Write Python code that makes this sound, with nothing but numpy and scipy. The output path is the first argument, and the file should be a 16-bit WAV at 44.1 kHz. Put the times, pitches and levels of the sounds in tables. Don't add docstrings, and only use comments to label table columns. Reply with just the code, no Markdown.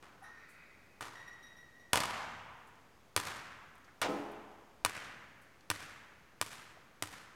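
import sys
import numpy as np
from scipy import signal
from scipy.fft import rfft, irfft
from scipy.io import wavfile
from scipy.ndimage import uniform_filter1d

SR = 44100
rng = np.random.default_rng(int(sys.argv[2]) if len(sys.argv) > 2 else 0)


def volts_from_db(level):
    exponent = np.asarray(level, float) / 20
    return 10 ** exponent


def store_pcm(level_fs):
    pcm = np.round(np.clip(level_fs, -1, 1) * 32767).astype(np.int16)
    wavfile.write(sys.argv[1], SR, np.atleast_2d(pcm).T)


N = 324135

# [f/Hz, density/dB]
VENT_COLOUR = [(22, -8), (58, -3), (251, -4), (1080, -10.5), (2730, -19), (6710, -26), (15200, -44),
               (16500, -56)]
# [f/Hz, level/dB]
WHINES = [(4802, -93), (6481, -88)]

# [kind of contact, t/s, slap level/dB, ring level/dB, tail level/dB, #
# tail centre f/Hz]
BLOWS = [
    ("hand", 0.0263, -47, -51, -59, 1200),
    ("rim", 1.0086, -36.5, -29, -51.5, 1250),
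    ("far floor", 1.932, -11.5, -19.5, -33.5, 956),
    ("floor", 3.1637, -11, -23.5, -41.5, 1340),
    ("stands", 4.0155, -25, -30.5, -40, 630),
    ("floor", 4.849, -12, -21.5, -44, 1750),
    ("floor", 5.7015, -12.5, -24, -48.5, 1630),
    ("floor", 6.4133, -16.5, -28, -51.5, 1420),
    ("floor", 7.024, -18, -34, -52.5, 1440),
]
# [distance/m, side wall detour/m, end wall detour/m, echo level/dB, tail treble/(dB/octave)]
PLACES = [
    (21.5, 10.3, 13.4, -3, -4.5),
    (18, 15.6, 25, -8, .6),
    (16.7, 14.1, 35.3, -4.5, .7),
    (8, 36.8, 69.8, -14.5, 2.2),
    (4, 36, 70, -40, -5.5),
    (2.9, 40.1, 66.9, -22, 1.2),
    (1.85, 43.2, 67, -21, 2.8),
    (1.95, 40.1, 70.9, -20.5, 4.4),
    (2.2, 11.3, 32, -16.5, 3.4),
]
CONTACT = {"hand": (-4, -22, .0018, -2.5, 2), "rim": (-6, -19, 1, 2.2, 3),
           "far floor": (-18, -27, -0.2, 0, 0), "floor": (1, -26.5, .003, .6, 0),
           "stands": (6, -21.5, 0.1, 3, 0)}
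REPLY = {"hand": (-2.2, 7, 2.5, .022), "rim": (1.5, -3, -.6, .1), "far floor": (-1.1, 5.5, -2.5, .2),
         "floor": (.1, 4, -4.5, .097), "stands": (3.5, -13.5, -8, .028)}
# [f/Hz, density/dB]
SKIN_COLOUR = [(180, -17), (300, 0.5), (1530, -6), (2030, -2), (7000, -9.5), (8730, -6), (14000, -19.5),
               (16500, -27)]
# [f/Hz, level/dB, t60/s]
BALL_MODES = [(983, -0.5, 0.036), (1196, 4, 0.02), (1470, -1, 0.026), (1858, -5, 0.043), (2348, -11, 0.056),
              (2725, -15, 0.036), (2950, -12.5, 0.07), (3470, -11.5, 0.03), (4270, -28, 0.16)]
# [f/Hz, level/dB, t60/s]
FLOOR_MODES = [(75.6, -0.5, 0.12), (100.3, 7.5, 0.17), (178, -6, 0.04), (300, 4, 0.18)]
# [f/Hz, colour/dB, t60/s]
HALL_BANDS = [(40, -22.5, 1.0), (94, -5.5, 1.96), (378, -3, 1.09), (1000, -2, 1.727), (1960, -4, 1.72),
              (4000, -8.5, 1.02), (9000, -15.5, 0.7), (16000, -38, 0.52)]

# [t/s, level/dB]
LANDING = [
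    (.21, -78),
    (.245, -52),
    (.33, -59.5),
    (.42, -58.5),
    (.5, -66),
]
# [t/s, level/dB]
SLIDING = [
    (.3, -74),
    (.42, -63),
    (.6, -59),
    (.75, -63.5),
    (.9, -68),
    (1.0, -69),
]
# [f/Hz, width/Hz, level/dB]
LANDING_PEAKS = [(1300, 900, -9), (1480, 120, -5), (1850, 110, 4), (3880, 450, -19), (5700, 900, -23)]
SLIDING_PEAKS = [(1450, 700, -5), (1980, 260, 0), (2280, 300, -4), (2510, 110, 0), (3800, 500, -20),
                 (4620, 600, -20)]
# [t/s, level/dB,
# centre f/Hz, width/Hz, length/s]
TICKS = [(0.211, -55.5, 796, 200, 0.067), (.24, -60, 1210, 180, 0.061), (0.222, -64.5, 10200, 2500, 0.036),
         (0.483, -64.5, 9000, 8200, 0.045), (1.94, -22.5, 990, 300, 0.0054), (2.67, -66, 9000, 8000, 0.012),
         (2.7542, -67, 5800, 3000, .004), (3.753, -63, 8000, 8000, .005), (3.78, -66, 10000, 6000, 0.0055),
         (3.8423, -62.5, 5000, 5000, 0.0091), (3.876, -56.5, 1500, 1000, 0.022),
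         (4.313, -63, 11000, 7000, 0.011), (4.5147, -66, 5000, 4000, .004),
         (5.414, -66.5, 10000, 8000, 0.02), (5.608, -57, 4480, 4000, 0.0021),
         (6.764, -48, 700, 300, 0.0083)]

# [t/s, level/dB, overtone level/dB, length/s]
SQUEAKS = [(1.154, -48, -10, 0.065), (1.2094, -52.5, -3, 0.019), (1.276, -44.5, -5.5, 0.022),
           (1.3294, -65.5, 8.5, 0.02), (1.427, -59, 7, 0.038), (1.467, -56, 0, 0.042),
           (1.5647, -52.5, -3, 0.042), (1.621, -71, 4, 0.037), (1.707, -64.5, -6, 0.04),
           (1.796, -55.5, -3, 0.028), (1.874, -72, -6, 0.034)]
# [multiple of the fundamental, level/dB]
HINGE_OVERTONES = [(2, -10), (3, -10), (4, -32), (5, -22), (6, -25), (7, -27)]

# [f/Hz, level/dB, t60/s]
PLANK_MODES = [(113, -35, 0.28), (211, -6, 0.98), (289, 2.5, 0.86), (340, -6.5, 1.26), (422.6, -4.5, 1.21),
               (502, 5, 0.49), (558, -8, 0.65), (640, 4, 0.31), (770, -26, 0.68), (808, -9.5, 1.25),
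               (1030, -10, 1.1), (1210, -13, 0.21), (1290, 0.5, 0.45), (1740, -24, 0.34)]


def level(x, db):
    return x * volts_from_db(db) / np.sqrt(np.mean(x ** 2))


def peak(x, db):
    return x * volts_from_db(db) / np.abs(x).max()


def noise(length):
    return rng.standard_normal(length)


def clock(seconds):
    return np.arange(int(seconds * SR)) / SR


def colour(x, points):
    hz, db = np.transpose(points)[:2]
    f = np.fft.rfftfreq(len(x), 1 / SR) + 1
    gain = volts_from_db(np.interp(np.log(f), np.log(hz), db))
    return irfft(rfft(x) * gain, len(x))


def resonate(x, hz, width, db):
    b, a = signal.iirpeak(hz, hz / width, SR)
    return volts_from_db(db) * signal.lfilter(b, a, x)


def steep(x, hz, width, db):
    return resonate(resonate(x, hz, width, db), hz, width, 0)


def decay(t, t60):
    return 1000. ** (-t / t60)


def ring(modes, seconds):
    t = clock(seconds)
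    return sum(volts_from_db(db) * np.sin(2 * np.pi * (hz * t + rng.random())) * decay(t, t60) for hz, db, t60 in modes)


def fader(rows):
    s, db = np.transpose(rows)
    return volts_from_db(np.interp(np.arange(N) / SR, s, db, left=-200, right=-200))


def add(out, x, s):
    i = int(s * SR)
    out[i:i + len(x)] += x[:N - i]


def arrive(t, dip_db, walls_s):
    return volts_from_db(dip_db / (1 + np.exp(np.clip((t - walls_s) / 0.002, -50, 50))))


def hall(strong_hz, db, treble_db, bass_db, boom_db, dip_db, walls_s):
    size = 2 ** 16
    t = np.arange(size) / SR
    octave = np.log2(np.fft.rfftfreq(size, 1 / SR) + 1)
    emphasis_db = 6 * np.exp(-((octave - np.log2(strong_hz)) / .7) ** 2)
    spectrum = rfft(noise(size)) * volts_from_db(emphasis_db)
    clumps = level(uniform_filter1d(noise(size), size=200), 0)
    grain = volts_from_db(3.1 * np.exp(-t / 0.22) * clumps)
    centres = np.log2([row[0] for row in HALL_BANDS])
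    tail = np.zeros(size)
    for k, (hz, colour_db, t60) in enumerate(HALL_BANDS):
        only_this = np.arange(len(HALL_BANDS)) == k
        band = irfft(spectrum * np.interp(octave, centres, only_this))
        slope_db = treble_db if hz > 1400 else bass_db
        tilt_db = slope_db * abs(np.log2(hz / 1400)) + boom_db * (hz < 130)
        tail += volts_from_db(db + 10.5 + colour_db + tilt_db) * band * decay(t, t60)
    build_up = 1 - np.exp(-t / 0.0038)
    return tail * grain * arrive(t, dip_db, walls_s) * build_up


def air():
    t = np.arange(N) / SR
    whine = sum(volts_from_db(db) * np.sin(2 * np.pi * hz * t) for hz, db in WHINES)
    vent = level(colour(noise(N), VENT_COLOUR), -65)
    mic_hiss = level(colour(noise(N), [(14500, -2), (16500, -8)]), -79.0)
    return vent + whine + mic_hiss


def slap(rub, skin, slap_s):
    t = np.arange(len(rub)) / SR
    flatten = np.exp(-(t / max(slap_s, .0038)) ** 4 - t / .01)
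    spectrum = rfft(noise(len(t)) * flatten)
    even = spectrum / np.sqrt(uniform_filter1d(np.abs(spectrum) ** 2, size=200))
    crackle = colour(irfft(even, len(t)), skin)
    sharp_start = 1 + 0.99 * np.exp(-t / 0.00089)
    return peak(crackle * np.sqrt(flatten) * sharp_start, 0) + peak(rub * np.exp(-t / .014), -18)


def lift_off(rub):
    t = np.arange(len(rub)) / SR
    contact_s = .0125
    tug = np.exp(-((t - contact_s) / 0.0016) ** 2) * level(rub, -9)
    again = ring(BALL_MODES, .25) * np.exp(-t / 0.018) * (1 - np.exp(-t / 0.00032))
    late = int((contact_s - .0015) * SR)
    tug[late:] += again[:len(t) - late]
    return tug


def blow(slap_db, ring_db, lift_db, thud_db, slap_s, tilt_db):
    t = clock(.25)
    skin = [(hz, db + tilt_db * np.log2(hz / 2000)) for hz, db in SKIN_COLOUR]
    rub = colour(noise(len(t)), skin)
    strike = peak(slap(rub, skin, slap_s), slap_db)
    strike += peak(ring(BALL_MODES, .25), ring_db)
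    strike += peak(ring(FLOOR_MODES, .25), thud_db)
    soft_start = 1 - np.exp(-t / 0.000082)
    return soft_start * strike + peak(lift_off(rub), lift_db)


def echoes(height_m, distance_m, side_m, end_m, db):
    ceiling_m = 9.4
    trips = np.arange(1, 5)
    path_m = np.hypot(distance_m, 2 * trips * ceiling_m - height_m)
    flutter_m = path_m - np.hypot(distance_m, height_m)
    flutter_db = db - 5 * (trips - 1)
    return [*zip(flutter_m, flutter_db), (side_m, db - 3), (end_m, db - 7.5)]


def ball():
    sound_m_s, dull_per_m = 343, 0.0068
    out = np.zeros(N)
    for event, place in zip(BLOWS, PLACES):
        kind, s, slap_db, ring_db, tail_db, tail_hz = event
        distance_m, side_m, end_m, echo_db, treble_db = place
        lift_db, thud_db, slap_s, tilt_db, height_m = CONTACT[kind]
        sound = blow(slap_db, ring_db, ring_db + lift_db, slap_db + thud_db, slap_s, tilt_db)
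        add(out, sound, s)
        add(out, hall(tail_hz, tail_db, treble_db, *REPLY[kind]), s)
        for detour_m, db in echoes(height_m, distance_m, side_m, end_m, echo_db):
            dull = np.clip(dull_per_m * (distance_m + detour_m), 0, .95)
            echo = signal.lfilter([1 - dull], [1, -dull], sound)
            add(out, volts_from_db(db) * echo, s + detour_m / sound_m_s)
    return out


def shoes():
    out = np.zeros(N)
    for rows, peaks in ((LANDING, LANDING_PEAKS), (SLIDING, SLIDING_PEAKS)):
        rubber = sum(steep(noise(N), hz, width, db) for hz, width, db in peaks)
        out += fader(rows) * level(rubber, 0)
    for s, db, hz, width, length in TICKS:
        t = clock(4 * length)
        grit = level(steep(noise(len(t)), hz, width, 0), db)
        add(out, grit * np.exp(-t / length) * (1 - np.exp(-5 * t / length)), s)
    return out


def hoop():
    hinge_hz, split_hz = 1899, 35
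    direct = np.zeros(N)
    for s, db, over_db, length in SQUEAKS:
        t = clock(3 * length)
        phase = 2 * np.pi * hinge_hz * t + 0.019 * np.cumsum(noise(len(t)))
        beat = np.cos(2 * np.pi * split_hz * (t + s) + 0.026 * np.cumsum(noise(len(t))))
        tone = beat * np.sin(phase)
        tone += sum(volts_from_db(part_db + over_db) * np.sin(k * phase) for k, part_db in HINGE_OVERTONES)
        swell = (1 - np.exp(-t / 0.0013)) * np.exp(-(t / length) ** 2)
        add(direct, volts_from_db(db) * tone * swell, s)
    tail = hall(1800, -47, treble_db=4.0, bass_db=0, boom_db=0, dip_db=0, walls_s=.05)
    return direct + signal.fftconvolve(direct, tail)[:N]


def stands():
    t = clock(1)
    shake = noise(SR)
    loose = sum(resonate(shake, hz, 40, db) * decay(t, t60) for hz, db, t60 in PLANK_MODES)
    planks = volts_from_db(8) * ring(PLANK_MODES, 1) + volts_from_db(23) * loose
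    planks *= arrive(t, -13, .07) * (1 - np.exp(-t / 0.0032))
    metal = [(60, -37), (250, -14), (900, -1), (2500, -7), (6000, -16.5), (16000, -41)]  # (Hz, dB)
    rattle = colour(noise(SR), metal) * np.exp(-(t / 0.048) ** 2)
    out = np.zeros(N)
    add(out, volts_from_db(-43) * planks + peak(rattle, -23.5), 4.016)
    return out


def scene():
    return (air() + ball() + shoes() + hoop() + stands())[None]


def band_limit(x):
    return signal.sosfilt(signal.butter(12, 16870, fs=SR, output="sos"), x)


def record(dry):
    top_cut = signal.ellip(12, .2, 100, 16600, fs=SR, output="sos")
    mix = signal.sosfilt(top_cut, dry) - .0004
    return band_limit(mix)


dry = scene()
out = record(dry)
store_pcm(out)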